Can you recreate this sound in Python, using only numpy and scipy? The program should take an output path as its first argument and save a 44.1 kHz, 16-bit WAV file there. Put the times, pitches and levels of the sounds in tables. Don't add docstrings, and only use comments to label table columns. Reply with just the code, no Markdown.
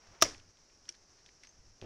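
import sys
import numpy as np
from scipy import signal
from scipy.fft import rfft, irfft
from scipy.io import wavfile

SR = 44100
rng = np.random.default_rng(int(sys.argv[2]) if len(sys.argv) > 2 else 0)


def file_out(sig):
    cols = np.atleast_2d(sig).T
    lim = np.clip(cols, -1, 1)
    pcm = np.round(lim * 32767).astype(np.int16)
    wavfile.write(sys.argv[1], SR, pcm)


N = 81585

# f/Hz, relative level/dB
RIVER_IN_CASE = [(25, -4.5), (45, -8.5), (70, -7), (100, -11.5), (135, -13.5), (200, -14.5), (320, -12.5),
                 (550, -15.5), (800, -18), (1400, -20), (2100, -22), (3500, -27), (4300, -22.5),
                 (5100, -14.5), (5730, -10), (6500, -18.5), (7300, -27), (8600, -36), (11000, -42.5),
                 (16000, -59)]
RIVER_DB, RIPPLE_DB, RIPPLES_PER_S = -65, 1.2, 30
# t/s, level/dB, half length/s
AIR_PUFFS = [(0.102, -59, 0.023), (0.323, -58, 0.078), (0.48, -64.5, 0.0193), (1.593, -64, 0.033),
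             (1.681, -63.5, 0.053)]
# f/Hz, relative level/dB
WIND_COLOUR = [(20, 4), (90, -1), (150, -9), (300, -26), (1000, -50), (8000, -62.5)]

# f/Hz, relative level/dB
RUSTLE_COLOUR = [(60, -12), (170, -10), (300, -5), (900, -1), (2000, -5.5), (4000, -14.5), (12000, -42.5)]
RUSTLE_DB, RUSTLE_HOLD_S, RUSTLE_FADE_S = -67, .274, .15
# t/s, level/dB, decay/s
GRIP_BUMPS = [(1.8186, -48.5, 0.0067), (1.8246, -37, 0.0032), (1.8310, -50.5, 0.01), (1.8393, -43, 0.0086),
              (1.8440, -43, .008)]
# f/Hz, relative level/dB
BUMP_COLOUR = [(30, -1), (80, 4.5), (200, -6), (380, -0.5), (750, -10.5), (1300, -22.5), (3000, -26),
               (10000, -56)]

# t/s, level/dB, half length/s
LINE_SCRAPES = [(0.903, -72, 0.014), (0.948, -72, 0.0084), (1.195, -70, 0.013), (1.278, -71, 0.017),
                (1.446, -67.5, 0.017)]
SCRAPE_ROUGH_DB, CATCHES_PER_S = 4.5, 87
# t/s, level/dB
GUIDE_PINGS = [(1.4715, -54), (1.4918, -53)]
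GUIDE_HZ, GUIDE_T60_S = 6320, .06

# t/s, level/dB, decay/s, knock above tick/dB, knock f/Hz
CONTACTS = [(0.071, -57, 0.0027, 1, 1700), (0.148, -68.5, 0.0041, 5, 1900),
            (0.3461, -53.5, 0.0018, 9, 2300), (0.398, -58, 0.002, 5.5, 2820),
            (0.5703, -58.5, 0.0014, 2, 3200), (0.6974, -69, .003, 6, 2450), (0.854, -61.5, .002, 4, 3300),
            (0.8815, -65, 0.0038, 7, 1800), (0.8880, -47, 0.0023, -7, 3350),
            (0.8901, -35, 0.0021, -6, 3300), (0.8975, -50, 0.0055, -18, 1500),
            (0.9235, -50, 0.0016, -7, 5700), (0.9498, -53, 0.0016, -6, 4700),
            (1.2611, -54, 0.0023, 2, 3400), (1.2891, -66, 0.0031, 12, 2240),
            (1.4345, -48, 0.0026, -1.5, 2000), (1.4440, -63.5, .009, -0.5, 2200),
            (1.4490, -66.5, .004, 9, 4500), (1.4707, -53, 0.0022, -1, 2500), (1.4913, -64, .003, 2, 6310),
            (1.8141, -45.5, 0.0012, 5, 2900), (1.8310, -63, 0.0075, 2, 2520)]
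# f/Hz, relative level/dB
TICK_COLOUR = [(60, -36), (300, -15), (1200, -23), (2700, -14), (3260, -10.5), (3800, -24), (4400, -9.5),
               (4900, -4), (5700, 2), (6500, -6), (7300, -18), (8300, -18.5), (11000, -27), (14000, -48.5)]
TICK_RISE_S, TICK_ECHO_DB, TICK_ECHO_DECAY_S = .00048, -23, .025
# f/Hz, relative level/dB
KNOCK_COLOUR = [(60, -37), (300, -16), (1000, -12), (1700, 3), (2300, 0.5), (3400, -2), (4500, 3),
                (7000, -19), (14000, -47)]
KNOCK_Q, KNOCK_UNPITCHED_DB = 2.7, -2
# f/Hz, level/dB, t60/s
TUBE_MODES = [(347, -61.5, 0.13), (1486, -58, .035), (2350, -55.5, 0.034), (3316, -46, 0.024),
              (4390, -38.5, 0.013), (5620, -31.5, 0.025), (6040, -54, .05), (8400, -46.5, 0.016)]
CLACK_S, TUBE_RISE_S = .8908, .00032

# f/Hz, relative level/dB
REFLECTION_COLOUR = [(100, -4.5), (300, -4), (580, 6.5), (900, -13.5), (2000, -2), (3500, -16), (8000, -35)]
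REFLECTION_LAG_S, REFLECTION_DB, REFLECTION_DECAY_S = .027, -34, .01
# f/Hz, relative level/dB
BANK_COLOUR = [(60, 1), (170, -5.5), (280, 3), (600, -5.5), (900, -5), (2000, -5.5), (3000, -9),
               (4200, -6.5), (5700, 4), (7200, -10), (10000, -22), (15000, -47.5)]
BANK_DB, BANK_RISE_S, BANK_PATCHY_DB, BANK_PATCHES_PER_S = -33.5, .007, 1.5, 350
BANK_T60_LOW_S, BANK_T60_HIGH_S, BANK_SPLIT_HZ = .36, .3, 3500

# t/s, level/dB, decay/s
FIBRE_BREAKS = [(0.2090, -41.5, 0.001), (0.2148, -23.5, .0021), (0.2279, -23.5, 0.0021),
                (0.2370, -23, .002), (0.2461, -26, 0.0014), (0.2534, -38.5, 0.0021), (0.2880, -43, 0.0029),
                (0.38, -51, 0.0018)]
# f/Hz, relative level/dB
SPLINTER_IN_CASE = [(150, -21.5), (1000, -19), (2500, -11), (4200, -10), (5000, 1.5), (5850, 9), (6600, -8),
                    (7600, -22), (11000, -27.5), (15000, -43.5)]
# f/Hz, relative level/dB
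TEAR_COLOUR = [(50, -37), (170, -28), (350, -20.5), (480, -10.5), (650, -7), (850, -2), (1400, 0),
               (2100, -7), (3000, 1.5), (3900, 0), (4700, -6.5), (5600, 9.5), (6600, -4), (7400, -9.5),
               (10000, -17.5), (13000, -28.5), (15000, -18.5)]
SNAP_S, NEAR_WALL_DB, NEAR_WALL_DECAY_S = .2227, -8, .0023
FAR_WALL_LAG_S, FAR_WALL_DB, FAR_WALL_DECAY_S = .0036, -13.5, .0028
# f/Hz, level/dB, t60/s
SHAFT_MODES = [(343.3, -23.5, 0.049), (649, -15, .04), (1232, -8.5, 0.02), (1427, -16, .018),
               (1640, -27, .03), (1980, -30, .035), (2780, -28.5, 0.023), (3335, -26.5, .03),
               (3690, -23.5, 0.035), (5415, -24, .036), (5860, -20, 0.056), (6290, -36, .07),
               (6655, -17, 0.026)]
# f/Hz, level/dB, t60/s
RECOIL_MODES = [(83.8, -39.5, 0.12), (264.1, -44.5, .16), (423, -44, 0.15)]
RECOIL_LAG_S = .0057

CLIP_LEVEL, TOP_HZ = .35, 16000


def undb(db):
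    return 10 ** (np.asarray(db) / 20)


def since(start):
    return np.maximum(np.arange(N) / SR - start, 0)


def die_away(t, t60):
    return np.exp(-np.log(1000) * t / t60)


def noise():
    return rng.standard_normal(N)


def drift(per_s):
    return np.interp(since(0) * per_s, np.arange(1024), rng.standard_normal(1024))


def swells(rows):
    return sum(undb(db) * np.exp(-.5 * ((since(0) - at) / half) ** 2) for at, db, half in rows)


def colour(x, points):
    size = 4096
    hz, db = np.array(points, float).T
    bin_hz = np.arange(size // 2 + 1) * SR / size
    gain = undb(np.interp(np.log(bin_hz + 1), np.log(hz), db))
    cepstrum = irfft(np.log(gain))
    cepstrum[1:size // 2] *= 2
    cepstrum[size // 2 + 1:] = 0
    response = irfft(np.exp(rfft(cepstrum)))
    return signal.fftconvolve(x, response / np.linalg.norm(response))[:N]


def burst(start, db, decay, rise=1e-6):
    size = 8192
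    t = np.arange(1, size + 1) / SR
    fade = np.exp(-t / decay) * (1 - np.exp(-t / rise))
    clicks = rng.standard_normal(size) * fade
    for _ in range(4):
        spectrum = rfft(clicks)
        flat = irfft(spectrum / (abs(spectrum) + 1e-12)) * np.linalg.norm(fade)
        clicks = np.clip(flat, -2 * fade, 2 * fade)
    return undb(db) * np.pad(clicks, (int(start * SR), N))[:N]


def ring(start, modes):
    t = since(start)
    return sum((-1) ** k * undb(db) * np.sin(2 * np.pi * hz * t) * die_away(t, t60)
               for k, (hz, db, t60) in enumerate(modes))


def river():
    return colour(noise(), RIVER_IN_CASE) * undb(RIVER_DB + RIPPLE_DB * drift(RIPPLES_PER_S))


def wind():
    return swells(AIR_PUFFS) * colour(noise(), WIND_COLOUR)


def handling():
    fade = np.exp(-since(RUSTLE_HOLD_S) / RUSTLE_FADE_S)
    rustle = colour(noise(), RUSTLE_COLOUR) * fade * undb(RUSTLE_DB + 2.5 * drift(per_s=45))
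    bumps = sum(burst(*bump) for bump in GRIP_BUMPS)
    return rustle + colour(bumps, BUMP_COLOUR)


def line_scrape():
    friction = noise() * swells(LINE_SCRAPES) * undb(SCRAPE_ROUGH_DB * drift(CATCHES_PER_S))
    return colour(friction, KNOCK_COLOUR)


def line_guide():
    return sum(ring(start, [(GUIDE_HZ, db, GUIDE_T60_S)]) for start, db in GUIDE_PINGS)


def knock(tap, hz):
    b, a = signal.iirpeak(hz, KNOCK_Q, fs=SR)
    return signal.lfilter(b, a, signal.lfilter(b, a, tap)) / np.sqrt(b[0] / 2)


def dangling_tip():
    bright = dull = pitched = 0
    for start, db, decay, knock_db, hz in CONTACTS:
        bright += burst(start, db, decay, TICK_RISE_S)
        bright += burst(start, db + TICK_ECHO_DB, TICK_ECHO_DECAY_S)
        dull += burst(start, db + knock_db + KNOCK_UNPITCHED_DB, decay, TICK_RISE_S)
        pitched += knock(burst(start, db + knock_db, decay, TICK_RISE_S), hz)
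    tube = ring(CLACK_S, TUBE_MODES) * (1 - np.exp(-since(CLACK_S) / TUBE_RISE_S))
    return colour(bright, TICK_COLOUR) + colour(dull, KNOCK_COLOUR) + pitched + tube


def bank_echo():
    t = since(SNAP_S)
    scatter = colour(noise() * undb(BANK_PATCHY_DB * drift(BANK_PATCHES_PER_S)), BANK_COLOUR)
    low = signal.sosfiltfilt(signal.butter(2, BANK_SPLIT_HZ, fs=SR, output="sos"), scatter)
    tail = low * die_away(t, BANK_T60_LOW_S) + (scatter - low) * die_away(t, BANK_T60_HIGH_S)
    branches = undb(BANK_DB) * tail * (1 - np.exp(-t / BANK_RISE_S))
    reflection = burst(SNAP_S + REFLECTION_LAG_S, REFLECTION_DB, REFLECTION_DECAY_S)
    return branches + colour(reflection, REFLECTION_COLOUR)


def rod_snap():
    near_wall = burst(SNAP_S, NEAR_WALL_DB, NEAR_WALL_DECAY_S)
    far_wall = burst(SNAP_S + FAR_WALL_LAG_S, FAR_WALL_DB, FAR_WALL_DECAY_S)
    tear = colour(near_wall + far_wall, TEAR_COLOUR)
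    splinters = colour(sum(burst(*fibre) for fibre in FIBRE_BREAKS), SPLINTER_IN_CASE)
    shaft = ring(SNAP_S, SHAFT_MODES)
    recoil = ring(SNAP_S + RECOIL_LAG_S, RECOIL_MODES)
    return tear + splinters + shaft + recoil


def scene():
    background = river() + wind()
    crack = rod_snap() + bank_echo()
    small_sounds = handling() + dangling_tip() + line_guide() + line_scrape()
    return (background + crack + small_sounds)[None, :]


def record(dry):
    clipped = dry / (1 + (dry / CLIP_LEVEL) ** 6) ** (1 / 6)
    top_cut = signal.ellip(8, .2, 70, TOP_HZ, fs=SR, output="sos")
    return signal.sosfilt(top_cut, clipped)


dry = scene()
out = record(dry)
file_out(out)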